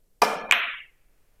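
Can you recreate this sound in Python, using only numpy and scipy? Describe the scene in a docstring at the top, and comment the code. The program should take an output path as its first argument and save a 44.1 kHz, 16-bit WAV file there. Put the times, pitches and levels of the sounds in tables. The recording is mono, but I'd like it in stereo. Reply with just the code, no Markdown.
"""Faint rumble and hiss, then a carom shot in a large hall: the cue knocks the ball, which clicks
against a second ball 0.3 s later. Damped modes and a noise crack make the knock; half-sine contact
pulses along several paths make the click. Decaying filtered noise rings out the hall.
The microphone overloads on the blows; a noise suppressor swallows the ends of the tails."""
import sys
import numpy as np
from scipy import signal
from scipy.fft import rfft, irfft, next_fast_len
from scipy.io import wavfile
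from scipy.ndimage import uniform_filter1d

SR = 44100
rng = np.random.default_rng(int(sys.argv[2]) if len(sys.argv) > 2 else 0)


def unload_wav(signal):
    """Save mono or channel-first audio to the path in sys.argv[1] as 16-bit WAV at rate SR, clipped to [-1, 1]."""
    wavfile.write(
        sys.argv[1],
        SR,
        np.round(np.clip(np.atleast_2d(signal).T, -1, 1) * 32767).astype(np.int16),
    )


N = 61739

# steady rumble and hiss (frequency [Hz], relative density [dB per Hz])
FLOOR_SPECTRUM = [(15, 2), (30, -1), (45, -14.5), (100, -19), (250, -28), (500, -27), (1000, -41),
                  (3500, -44), (6000, -42.5), (14500, -40), (16000, -56)]
# the hall's background air (frequency [Hz], relative density [dB per Hz])
AIR_SPECTRUM = [(100, -24.5), (420, -2), (900, -7.5), (2500, -9.5), (3800, -19), (8000, -20.5)]
# decay of the hall (frequency [Hz], t60 [s])
HALL_T60 = [(200, 1.5), (800, 0.9), (2400, 1.007), (5000, 0.62), (12000, .65)]
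# what the cue blow sends into the hall (frequency [Hz], relative density [dB per Hz])
CUE_HALL_SPECTRUM = [(70, -51), (120, -31), (180, -6), (350, -14.5), (450, 2), (950, -1.5), (1400, -4),
                     (1900, -16.5), (2400, -11.5), (2850, -19), (5600, -21), (7000, -24), (11000, -27),
                     (15000, -32.5), (16000, -53.5)]
# narrow resonances that the cue leaves in the hall (centre [Hz], width [Hz], level over the rest [dB])
CUE_HALL_PEAKS = [(215, 20, 4.5), (314.8, 20, 10), (430, 25, -1.5), (730, 50, 8), (930, 70, 6),
                  (1215, 70, 6.5), (1718, 40, 14.5), (2100, 40, 12), (2403, 70, 12), (3070, 150, 7),
                  (5450, 500, 7.5)]
# ringing of cue and ball (frequency [Hz], level [dB], t60 [s])
CUE_MODES = [(430, -20, .18), (517, -22, 0.13), (735, -26.5, 0.046), (880, 1.5, 0.015), (955, -12.5, .08),
             (1170, -10.5, .06), (2450, -16.5, .05), (3050, -21.5, .03), (3900, -30.5, 0.075),
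             (4740, -17, .02), (5940, -23, 0.05)]
# the tip's crack (frequency [Hz], relative density [dB per Hz])
CRACK_SPECTRUM = [(100, -39.5), (400, -14.5), (1000, 1.5), (2500, 0), (3800, -7.5), (5300, 3),
                  (6800, -15.5), (11000, -10), (16000, -22)]
# distinct echoes of the crack (time [s], level [dB])
CRACK_ECHOES = [(0.2379, -19), (0.2442, -18), (0.2483, -19.5), (.2505, -19.5)]
# click paths: direct, off table and rails, off ceiling, off walls (delay [s], level [dB], centre [Hz])
CLICK_PATHS = [(0, 0, 2550), (.00125, -6, 2550), (.00208, -9, 2550), (.0097, -23, 1900), (.0116, -2, 2950),
               (.0132, -15, 2200), (.018, -15, 3000), (.021, -19, 2000), (.023, -19, 2000)]
# what the click sends into the hall (frequency [Hz], relative density [dB per Hz])
CLICK_HALL_SPECTRUM = [(100, -55), (200, -29.5), (450, -23.5), (700, -17), (1000, -6.5), (1400, -1),
                       (2400, 5.5), (3700, 4.5), (5200, -6), (8000, -12.5), (12500, -0.5), (15500, -8.5),
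                       (16500, -19)]
# resonances in the click's tail (centre [Hz], width [Hz], level over the rest [dB])
CLICK_HALL_PEAKS = [(696, 88, 13), (520, 46, 7.5), (2460, 190, 2)]
# phase between the ports (frequency [Hz], left lead [rad])
PORT_PHASE = [(50, 0), (800, .45), (2400, .25), (5000, .2), (10000, .05)]
# balance of the ports (frequency [Hz], left minus right [dB])
PORT_BALANCE = [(60, -2), (180, 1.5), (550, -0.5), (1650, -1.0), (4970, -2.5), (15000, 0)]
# suppressor threshold before learning (frequency [Hz], density [dB per Hz])
THRESHOLD = [(150, -68.5), (400, -89), (800, -79), (1400, -70.5), (2400, -79), (3800, -91.5), (6000, -91.5),
             (12000, -92)]

FLOOR_DB = -60.5
AIR_DB, AIR_FROM_S, AIR_RISE_S = -72.5, 0.61, 0.64
HALL_RIPPLE_DB, HALL_RIPPLE_SPACING_HZ = 1.5, 35.73  # uneven response
FAR_WALL_S, FAR_WALL_SPREAD_S, FAR_WALL_DB = .115, 0.01, -16  # blurred return swell
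CUE_HALL_DB, CLICK_HALL_DB = -21.5, -21

CUE_S, CUE_DB, TIP_LEAD_S = .2195, 0, 0.0021  # the tip touches before the knock
CRACK_DB, CRACK_T60_S, CRACK_RISE_S = -13.5, 0.027, .002
SNAP_S, SNAP_DB = .2209, -13
THUD_S, THUD_HZ, THUD_DB, THUD_T60_S = .2318, 730, 0.5, 0.016

CLICK_S, CLICK_DB = .5114, 5
CONTACT_S, CONTACT_FILL_DB = .000328, -29.5  # duration; depth of spectral gaps in the tail
BALL_WIDTH_HZ = 1600  # band a ball radiates best

SUPPRESS_MAX_DB, SUPPRESS_DB_PER_DB = 24, 2.56  # deepest cut; cut per dB under threshold
LEARN_DB, LEARN_S = -10.5, 0.93  # share of lasting sound added to the threshold; time constant
CLIP_TOP = .56  # full scale = 1
TOP_HZ = 16200


def amp(db):
    """Decibels to gain."""
    return 10 ** (np.asarray(db) / 20)


def unit(x):
    """Scale to rms 1."""
    return x / np.sqrt(np.mean(x ** 2) + 1e-20)


def along(points, hz):
    """Interpolate (Hz, value) points on a log frequency axis."""
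    point_hz, value = np.transpose(points)
    return np.interp(np.log(hz + 1), np.log(point_hz + 1), value)


def since(start_s):
    """Seconds after start_s, zero before."""
    return np.maximum(np.arange(N) / SR - start_s, 0)


def decay_60(t_s, t60_s):
    """Exponential decay that loses 60 dB in t60_s."""
    return np.exp(-np.log(1000) * t_s / t60_s)


def fade(t_s, rise_s, t60_s):
    """Rise with time constant rise_s, times exponential decay."""
    return (1 - np.exp(-t_s / rise_s)) * decay_60(t_s, t60_s)


def filtered(x, response):
    """Multiply the spectrum of x by a response of frequency, zero-padded."""
    m = next_fast_len(N + SR // 2)
    hz = np.fft.rfftfreq(m, 1 / SR)
    return irfft(rfft(x, m) * response(hz), m)[..., :N]


def noise(spectrum, side_db):
    """Coloured stereo noise of rms 1: common mid, weaker opposed side."""
    mid, side = filtered(rng.standard_normal((2, N)), lambda hz: amp(along(spectrum, hz)))
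    side = amp(side_db) * side
    return unit(np.array([mid + side, mid - side]))


def resonance(hz, centre_hz, width_hz):
    """Causal band-pass response of a damped resonator."""
    damping = 1j * hz * width_hz
    return damping / (centre_hz ** 2 - hz ** 2 + damping)


def coloured(spectrum, peaks):
    """Gain over frequency: a broad spectrum with narrow resonant peaks."""
    def gain(hz):
        peaks_db = sum(db * abs(resonance(hz, centre_hz, width_hz)) ** 2
                       for centre_hz, width_hz, db in peaks)
        return amp(along(spectrum, hz) + peaks_db)
    return gain


def background():
    """Steady rumble and hiss, plus hall air that swells after the shot."""
    swell = np.clip(since(AIR_FROM_S) / AIR_RISE_S, 0, 1)
    steady = amp(FLOOR_DB) * noise(FLOOR_SPECTRUM, side_db=-20)
    return steady + amp(AIR_DB) * swell * noise(AIR_SPECTRUM, side_db=-4.5)


def hall(start_s, colour, early_db, early_t60_s, side_db):
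    """Diffuse reflections: noise decaying at a rate set by frequency, with an early burst and far-wall swell."""
    knots = rng.standard_normal(size=4096)

    def ripple(hz):
        return amp(HALL_RIPPLE_DB * np.interp(hz / HALL_RIPPLE_SPACING_HZ, np.arange(len(knots)), knots))

    mid, side = filtered(rng.standard_normal((2, N)), lambda hz: colour(hz) * ripple(hz))
    diffuse = unit(mid + amp(side_db) * np.array([side, -side]))
    hz, t_s, bands = signal.stft(diffuse, SR, nperseg=256)
    decay = decay_60(np.maximum(t_s - start_s, 0), along(HALL_T60, hz)[:, None])
    tail = signal.istft(bands * decay, SR, nperseg=256)[1][:, :N]

    age_s = since(start_s)
    far_walls = 1 + amp(FAR_WALL_DB) * np.exp(-((age_s - FAR_WALL_S) / FAR_WALL_SPREAD_S) ** 2)
    onset = 1 - np.exp(-age_s / 0.00067)
    early = 1 + amp(early_db) * decay_60(age_s, early_t60_s)
    return tail * far_walls * onset * early


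def ring(start_s, hz, t60_s, rise_s):
    """One damped sinusoidal mode struck at start_s."""
    t_s = since(start_s)
    return np.sin(2 * np.pi * hz * t_s) * fade(t_s, rise_s, t60_s)


def tip_crack():
    """The tip's contact noise: crack, brief bright snap and distinct echoes."""
    crack_fade = fade(since(CUE_S - TIP_LEAD_S), CRACK_RISE_S, CRACK_T60_S)
    crack = amp(CRACK_DB) * noise(CRACK_SPECTRUM, side_db=-10) * crack_fade
    snap_noise = noise([(2000, -17), (7000, 0.5), (13000, -8), (16000, -14.5)], side_db=-8.5)
    snap = amp(SNAP_DB) * snap_noise * fade(since(SNAP_S), rise_s=.0001, t60_s=.004)
    echo_fades = sum(amp(db) * fade(since(echo_s), rise_s=0.00036, t60_s=0.0082)
                     for echo_s, db in CRACK_ECHOES)
    echoes = noise(CRACK_SPECTRUM, side_db=-11) * echo_fades
    return crack + snap + echoes


def cue_strike():
    """The tip cracks, modes of cue and ball ring, a duller knock follows and the hall answers."""
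    body = sum(amp(db) * ring(CUE_S, hz, t60_s, rise_s=0.0014) for hz, db, t60_s in CUE_MODES)
    thud = amp(THUD_DB) * ring(THUD_S, THUD_HZ, THUD_T60_S, rise_s=.0012)
    colour = coloured(CUE_HALL_SPECTRUM, CUE_HALL_PEAKS)
    room = amp(CUE_HALL_DB) * hall(CUE_S + .003, colour, early_db=-5, early_t60_s=.15, side_db=-12.5)
    return amp(CUE_DB) * body + tip_crack() + thud + room


def contact(hz):
    """Spectrum of the half-sine force between two balls: lobes with evenly spaced gaps."""
    return np.sinc(hz * CONTACT_S - .5) + np.sinc(hz * CONTACT_S + .5)


def click_arrival(arrival_s, centre_hz):
    """Contact force through the radiation band, delayed by phase; peak 1."""
    def response(hz):
        delay = np.exp(-2j * np.pi * hz * arrival_s)
        return contact(hz) * resonance(hz, centre_hz, BALL_WIDTH_HZ) ** 2 * delay

    pulse = filtered(signal.unit_impulse(N), response)
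    return pulse / abs(pulse).max()


def ball_click():
    """A hard, brief contact gives a few bright cycles along several paths; the hall answers."""
    arrivals = sum(amp(CLICK_DB + db) * click_arrival(CLICK_S + delay_s, centre_hz)
                   for delay_s, db, centre_hz in CLICK_PATHS)
    hall_gain = coloured(CLICK_HALL_SPECTRUM, CLICK_HALL_PEAKS)

    def colour(hz):
        return np.hypot(contact(hz), amp(CONTACT_FILL_DB)) * hall_gain(hz)

    room = hall(CLICK_S + .012, colour, early_db=3.5, early_t60_s=0.056, side_db=-12)
    return arrivals + amp(CLICK_HALL_DB) * room


def scene():
    """The two blows as they reach the two microphone ports, split in phase and level."""
    half = np.array([[.5], [-.5]])  # left, right

    def ports(hz):
        return np.exp(half * 1j * along(PORT_PHASE, hz)) * amp(half * along(PORT_BALANCE, hz))

    return filtered(cue_strike() + ball_click(), ports)


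def suppress(x, size=768):
    """Cut each band that falls under its threshold, which rises slowly with lasting sound."""
    hz, t_s, bands = signal.stft(x, SR, nperseg=size)
    power = np.mean(abs(bands) ** 2, axis=0) * size / SR  # shared by both channels
    power = uniform_filter1d(power, size=5, axis=0)
    power = abs(uniform_filter1d(power, size=3, axis=1))

    keep = np.exp(-t_s[1] / LEARN_S)
    learnt = signal.lfilter([1 - keep], [1, -keep], power, axis=1)
    threshold = amp(along(THRESHOLD, hz))[:, None] ** 2 + amp(LEARN_DB) ** 2 * learnt
    over_db = 10 * np.log10(power / threshold + 1e-20)  # negative under the threshold
    gain_db = np.clip(SUPPRESS_DB_PER_DB * over_db, -SUPPRESS_MAX_DB, 0)
    return signal.istft(bands * amp(gain_db), SR, nperseg=size)[1][:, :N]


def record(dry):
    """Suppress noise, add the background, overload smoothly and limit the band."""
    x = suppress(dry) + background()
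    x = x / (1 + abs(x / CLIP_TOP) ** 8) ** (1 / 8)
    return filtered(x, lambda hz: 1 / (1 + (hz / TOP_HZ) ** 80))


dry = scene()
out = record(dry)
unload_wav(out)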